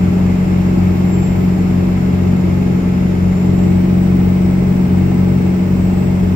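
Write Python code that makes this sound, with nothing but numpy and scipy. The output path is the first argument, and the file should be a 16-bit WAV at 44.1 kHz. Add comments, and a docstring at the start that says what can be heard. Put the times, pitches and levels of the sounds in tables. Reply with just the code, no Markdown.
"""Diesel pickup cab on a long grade

Inside the cab of a V8 turbo-diesel pickup that tows uphill at nearly steady speed. Sines on the engine orders make
the exhaust drone; uneven firings set off ringing knocks and noisy clatter. The turbo is a whistle with an octave,
flutter and rush that climbs with the fuel. The drive shaft hums over shaped noise for tyres and wind, and a car
overtakes on the left."""
import sys
import numpy as np
from scipy import signal
from scipy.fft import rfft, irfft, next_fast_len
from scipy.io import wavfile
from scipy.ndimage import uniform_filter1d, minimum_filter1d

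SR = 44100
rng = np.random.default_rng(int(sys.argv[2]) if len(sys.argv) > 2 else 0)


def wav_record(signal):
    """Record a signal, one row per channel, as 16-bit PCM in the file named by sys.argv[1]."""
    frames = np.transpose(np.atleast_2d(signal))
    bounded = np.clip(frames, -1, 1)
    # unit amplitude maps onto the largest positive 16-bit level
    quanta = np.round(bounded * 32767).astype(np.int16)
    wavfile.write(sys.argv[1], SR, quanta)


N = 280035

# exhaust orders, as multiples of the four-stroke cycle (8 is the firing rate): order, left_db, right_db
EXHAUST_ORDERS = [(2, -30, -31.5), (3, -35.5, -41), (4, -19, -22.5), (6, -21, -24.5), (7, -46.5, -43),
                  (8, -13.5, -14.5), (9, -30, -44.5), (12, -44, -40), (14, -30.5, -31.5),
                  (15, -27.5, -31.5), (16, -49, -54), (17, -48, -51), (18, -36, -36), (19, -46, -54.5),
                  (20, -37.5, -52.5), (21, -53, -56), (22, -55, -55), (24, -45.5, -43), (25, -45, -56),
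                  (26, -40.5, -47), (27, -40.5, -52), (28, -39, -51), (31, -52.5, -45), (33, -46, -59),
                  (35, -44, -48), (37, -43, -52.5)]
# strength of each cylinder in firing order: level_db
CYLINDER_LEVELS = [0, 1.5, -4.5, -1.5, -4, -4.5, -1.5, -3]
# spectrum of the knock through the bulkhead: freq_hz, density_db
KNOCK_SPECTRUM = [(420, -30), (530, -9.5), (640, -1), (720, -5.5), (820, 4), (940, -1), (1250, -6),
                  (1750, -18), (2450, -14), (3200, -22), (6000, -34.5)]
# spectrum of the combustion clatter: freq_hz, density_db
CLATTER_SPECTRUM = [(200, -13.5), (350, 4.5), (520, -5), (640, -3), (830, -4), (1000, -15.5), (1600, -19),
                    (2300, -17), (3200, -24.5), (5500, -34.5), (9000, -33.5)]
# spectrum of tyre rumble through the floor: freq_hz, density_db
TYRE_SPECTRUM = [(10, -25.5), (32, -3.5), (55, -6), (90, -3), (120, -1.5), (170, 3), (225, -1.5), (255, 0),
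                 (295, -10), (400, -6.5), (500, -19), (900, -22), (2000, -38.5)]
# spectrum of wind along the door seals: freq_hz, density_db
WIND_SPECTRUM = [(600, -16), (900, -7), (1300, -2), (1700, -5.5), (2150, -3), (2600, -8), (3000, -13),
                 (3900, -15), (5200, -16), (6300, -19.5), (7300, -20), (8300, -35), (14000, -44.5)]
# resonance of the turbo's intake duct: freq_hz, gain_db
DUCT_RESONANCE = [(6800, -8.5), (7200, 0), (7600, 4.5), (7820, -1), (8100, -16.5)]
# the driver's foot, joined by straight lines: time_s, fuel_share (0-1 of full fuel)
FUEL_PEDAL = [(0.0, 0.665), (0.26, 0.72), (1.57, 0.718), (2.32, 0.617), (3.15, 0.579), (3.6, 0.965),
              (4.83, 0.89), (5.01, 0.915), (6.35, 0.813)]
# swells and dips of the whistle: centre_s, half_length_s, blade_gain_db, octave_gain_db
WHISTLE_FLARES = [(.5, 0.11, 5, -5), (.98, .11, 2, 6), (1.24, .14, 18.5, 3), (1.42, .08, 0, 7),
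                  (3.62, 0.17, 12, 1), (4.23, .11, -4, 5), (5.868, .13, 8, 3)]
# spectrum of the hiss at the glass: freq_hz, density_db
GLASS_SPECTRUM = [(9000, -4.5), (13000, 1.5), (16000, 2)]
# spectrum of the passing car's tread: freq_hz, density_db
TREAD_SPECTRUM = [(550, -11.5), (800, 0.5), (1050, -6.5), (1700, -14.5), (2600, -13), (3200, -25.5)]

CYLINDERS = len(CYLINDER_LEVELS)
TIME_S = np.arange(N) / SR
PORT_LAG_S = 0.000385  # sound from the driver's side reaches the left port first
# the speed a steady foot would hold on this grade; truck and trailer are slow to follow
BASE_RPM, RPM_PER_FUEL, TRUCK_LAG_S = 2657, 128.6, 1.67
# the turbo's blade tone follows the fuel much sooner
BASE_HZ, HZ_PER_FUEL, TURBO_LAG_S = 6000, 2000, .25
PULL_DB = 8.5  # rise of the firing order per unit of fuel beyond what holds the present speed
# peak levels at the mean turbo speed, before fades, flares and panning
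WHISTLE_DB, OCTAVE_DB = -59, -62.0
WHISTLE_DB_PER_HZ, OCTAVE_DB_PER_HZ = 0.0035, 0.0109  # both grow as the wheel speeds up
# the car: when it is level with the window, how much faster it goes, how far aside
ABREAST_S, OVERTAKE_M_S, LANE_M = .55, 2.7, 5.3
CAR_DB = -38.5  # its tyres when abreast, before panning
CEILING, TOP_HZ = .96, 15720  # limiter's peak and upper edge of the band


def undb(db):
    """Turn decibels into gain."""
    return 10 ** (np.asarray(db) / 20)


def level(x, db):
    """Set the rms level."""
    return x * undb(db) / np.sqrt(np.mean(x ** 2))


def pan(db):
    """Gains of the two ports for a left minus right level."""
    return undb(np.array([[db], [-db]]) / 2)


def walk(rate):
    """Smooth random drift of rms 1 that changes about rate times a second."""
    f = np.fft.rfftfreq(N, 1 / SR)
    push = rng.standard_normal(len(f)) + 1j * rng.standard_normal(len(f))
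    drift = irfft(push / (1 + (f / rate) ** 2), next_fast_len(N))[:N]
    return level(drift, 0)


def lag(x, lag_s):
    """Follow a control with inertia, starting settled."""
    keep = np.exp(-1 / (lag_s * SR))
    return x[0] + signal.lfilter([1 - keep], [1, -keep], x - x[0])


def colour(x, spectrum):
    """Filter by a spectrum on a log frequency scale, with steep ends."""
    f = np.fft.rfftfreq(N, 1 / SR) + 1  # keeps clear of zero
    hz, db = np.transpose(spectrum)
    ends = np.minimum(f / hz[0], 1) ** 2 * np.minimum(hz[-1] / f, 1) ** 2
    gain = undb(np.interp(np.log(f), np.log(hz), db))
    return irfft(rfft(x) * ends * gain, N)


def cab_noise(alike_hz, direct):
    """Noise at two ports: long waves alike, short ones diffuse, plus a direct share that arrives with a lag."""
    f = np.fft.rfftfreq(N, 1 / SR)
    mid, side, near = rfft(rng.standard_normal((3, N)))
    alike = 1 / (1 + (f / alike_hz) ** 2)
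    common = mid * np.sqrt(1 + alike)
    opposed = np.array([[1], [-1]]) * side * np.sqrt(1 - alike)
    diffuse = (common + opposed) / np.sqrt(2)
    lagged = near * np.exp(-2j * np.pi * f * np.array([[0], [PORT_LAG_S]]))
    return irfft(diffuse + direct * (1 - alike) * lagged, N)


def reflections(x, share, ring_s):
    """Early echoes off glass and trim leave fine fixed ripples in the spectrum at each port."""
    t = np.arange(SR // 20) / SR
    tail = rng.standard_normal((2, len(t))) * np.exp(-t / ring_s)
    tail = tail / np.sqrt(np.sum(tail ** 2, axis=1, keepdims=True))
    return x + share * signal.oaconvolve(x, tail, axes=1)[:, :N]


def road(car_near, tyres_db, wind_db, hiss_db, wake_db):
    """Tyres rumble through the floor; wind rushes at the seals and hisses at the glass, more in the car's wake."""
    rumble = colour(cab_noise(alike_hz=740, direct=1.0), TYRE_SPECTRUM)
    tyres = level(rumble, tyres_db) * undb(0.35 * walk(8.3)) * pan(0.39)
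    seals = reflections(cab_noise(alike_hz=500, direct=0.85), share=0.87, ring_s=0.018)
    wind = level(colour(seals, WIND_SPECTRUM), wind_db) * pan(-0.65)
    glass = reflections(cab_noise(alike_hz=700, direct=0.17), share=0.22, ring_s=.015)
    hiss = level(colour(glass, GLASS_SPECTRUM), hiss_db) * pan(3)
    return tyres + (wind + hiss) * undb(wake_db * car_near)


def overtaking(car_near):
    """A car's tyres sing through the driver's window and fade with distance and angle as it draws ahead."""
    tread = colour(cab_noise(alike_hz=600, direct=1.2), TREAD_SPECTRUM)
    return level(tread, CAR_DB) * car_near ** 2 * pan(2.4)


def shaft(cycle, db):
    """In overdrive the drive shaft turns 4/3 as fast as the crank; its joints hum four times a turn."""
    turns = 2 * cycle * 4 / 3  # the crank turns twice per cycle
    phase = 2 * np.pi * 4 * turns + .6 * walk(3)
    return level(np.sin(phase) * undb(2 * walk(4.6)), db)


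def turbulence(rate):
    """Turbulence shakes size and phase, differently at each port."""
    return np.array([walk(rate) + 1j * walk(rate) for _ in range(2)])


def turbo(cycle, fuel, jitter_hz, fade_db, octave_rush_db, flutter_db, rush_db):
    """Blades whistle with an octave; exhaust pulses add side tones that ring in the duct with rushing air."""
    hz = BASE_HZ + HZ_PER_FUEL * lag(fuel, TURBO_LAG_S)
    speeding_hz = hz - hz.mean()
    first_db = WHISTLE_DB + WHISTLE_DB_PER_HZ * speeding_hz + fade_db * walk(5)
    second_db = OCTAVE_DB + OCTAVE_DB_PER_HZ * speeding_hz
    for centre_s, half_s, blade_db, octave_db in WHISTLE_FLARES:
        flare = np.exp(-((TIME_S - centre_s) / half_s) ** 2)
        first_db = first_db + blade_db * flare
        second_db = second_db + octave_db * flare
    blade = np.exp(2j * np.pi * np.cumsum(hz + jitter_hz * walk(20)) / SR)
    first = np.real((1 + .3 * turbulence(9)) * blade) * undb(first_db)
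    # the faster the wheel spins, the more its octave frays into hiss
    fray = undb(octave_rush_db + 5 * speeding_hz / np.ptp(hz))
    second = np.real((1 + fray * turbulence(200)) * blade ** 2) * undb(second_db)
    pulsing = np.sin(2 * np.pi * CYLINDERS * cycle)
    side_tones = np.real((1 + .5 * turbulence(15)) * blade) * pulsing
    flutter = level(colour(side_tones, DUCT_RESONANCE), flutter_db)
    rush = level(colour(np.real(turbulence(260) * blade), DUCT_RESONANCE), rush_db)
    return (first + flutter + rush) * pan(2.3) + second * pan(12)


def clatter(cycle, fade_strokes, db):
    """Combustion noise jumps up at each firing and decays until the next."""
    stroke, age = np.divmod(cycle * CYLINDERS, 1)
    strength = undb(CYLINDER_LEVELS)[stroke.astype(int) % CYLINDERS]
    bursts = cab_noise(alike_hz=785, direct=0.55) * strength * np.exp(-age / fade_strokes)
    return level(colour(bursts, CLATTER_SPECTRUM), db)


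def knock(cycle, scatter_db, ring_s, db):
    """Each cylinder strikes the block, which rings along that cylinder's own path to the ports."""
    stroke = np.floor(cycle * CYLINDERS).astype(int)
    fired = np.flatnonzero(np.diff(stroke)) + 1
    size = undb(scatter_db * rng.standard_normal(len(fired)))
    t = np.arange(SR // 20) / SR
    paths = cab_noise(alike_hz=800, direct=1.0)
    out = 0
    for c, cylinder_db in enumerate(CYLINDER_LEVELS):
        blows = np.zeros((1, N))
        blows[0, fired] = size * (stroke[fired] % CYLINDERS == c) * undb(cylinder_db)
        path = paths[:, c * len(t):(c + 1) * len(t)] * np.exp(-t / ring_s)
        out = out + signal.oaconvolve(blows, path, axes=1)[:, :N]
    return level(colour(out, KNOCK_SPECTRUM), db)


def drone(cycle, load_db, waver, firing_waver, smear, scatter, load_share):
    """Exhaust orders boom in the cab; the firing order is firm, those of the uneven banks waver."""
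    out = 0
    for order, left_db, right_db in EXHAUST_ORDERS:
        order = round(order)
        firing = order == CYLINDERS
        unrest = (firing_waver if firing else waver) * (walk(5.3) + 1j * walk(13))
        # the long pipe smears each crest; the cab scatters higher orders differently to each port
        offset = (smear + scatter * rng.standard_normal((2, 1))) * (order / CYLINDERS) ** 2
        turning = np.exp(2j * np.pi * order * cycle) * np.exp(1j * offset)
        tone = np.real((1 + unrest) * turning) * np.sqrt(2)
        pull = undb(load_db * (1 if firing else load_share))
        out = out + undb([[left_db], [right_db]]) * tone * pull
    return out


def scene():
    """The fuel sets engine speed, pull and turbo speed; one crankshaft drives every engine layer."""
    pedal_s, pedal_fuel = np.transpose(FUEL_PEDAL)
    fuel = np.interp(TIME_S, pedal_s, pedal_fuel)
    holding = lag(fuel, TRUCK_LAG_S)  # the fuel that would just hold the present speed
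    rpm = BASE_RPM + RPM_PER_FUEL * holding
    cycle = np.cumsum(rpm / 60 / 2) / SR  # four-stroke cycles so far
    load_db = PULL_DB * (fuel - holding)
    load_db = load_db - np.mean(load_db)
    ahead_m = OVERTAKE_M_S * (TIME_S - ABREAST_S)
    car_near = LANE_M / np.hypot(LANE_M, ahead_m)  # 1 when abreast

    outside = road(car_near, tyres_db=-21.0, wind_db=-38.0, hiss_db=-51.5, wake_db=1.3)
    outside = outside + overtaking(car_near)
    hum = shaft(cycle, db=-30)
    whistle = turbo(cycle, fuel, jitter_hz=7, fade_db=2.5, octave_rush_db=2.5, flutter_db=-64.5, rush_db=-56.0)
    block = clatter(cycle, fade_strokes=3, db=-34.5) * pan(1.3)
    block = block + knock(cycle, scatter_db=1.8, ring_s=0.008, db=-40.0) * pan(1.7)
    exhaust = drone(cycle, load_db, waver=0.27, firing_waver=0.027, smear=2.193, scatter=.14, load_share=0.34)
    return outside + hum + whistle + block * undb(0.53 * load_db) + exhaust


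def record(dry):
    """A limiter eases the gain down around the highest crests, then the top of the band is cut."""
    room = np.minimum(CEILING / (np.abs(dry).max(axis=0) + 1e-9), 1)
    gain = uniform_filter1d(minimum_filter1d(room, size=1200), size=1100)
    low_pass = signal.ellip(10, .1, 60, TOP_HZ, fs=SR, output="sos")
    return signal.sosfiltfilt(low_pass, dry * gain)


dry = scene()
out = record(dry)
wav_record(out)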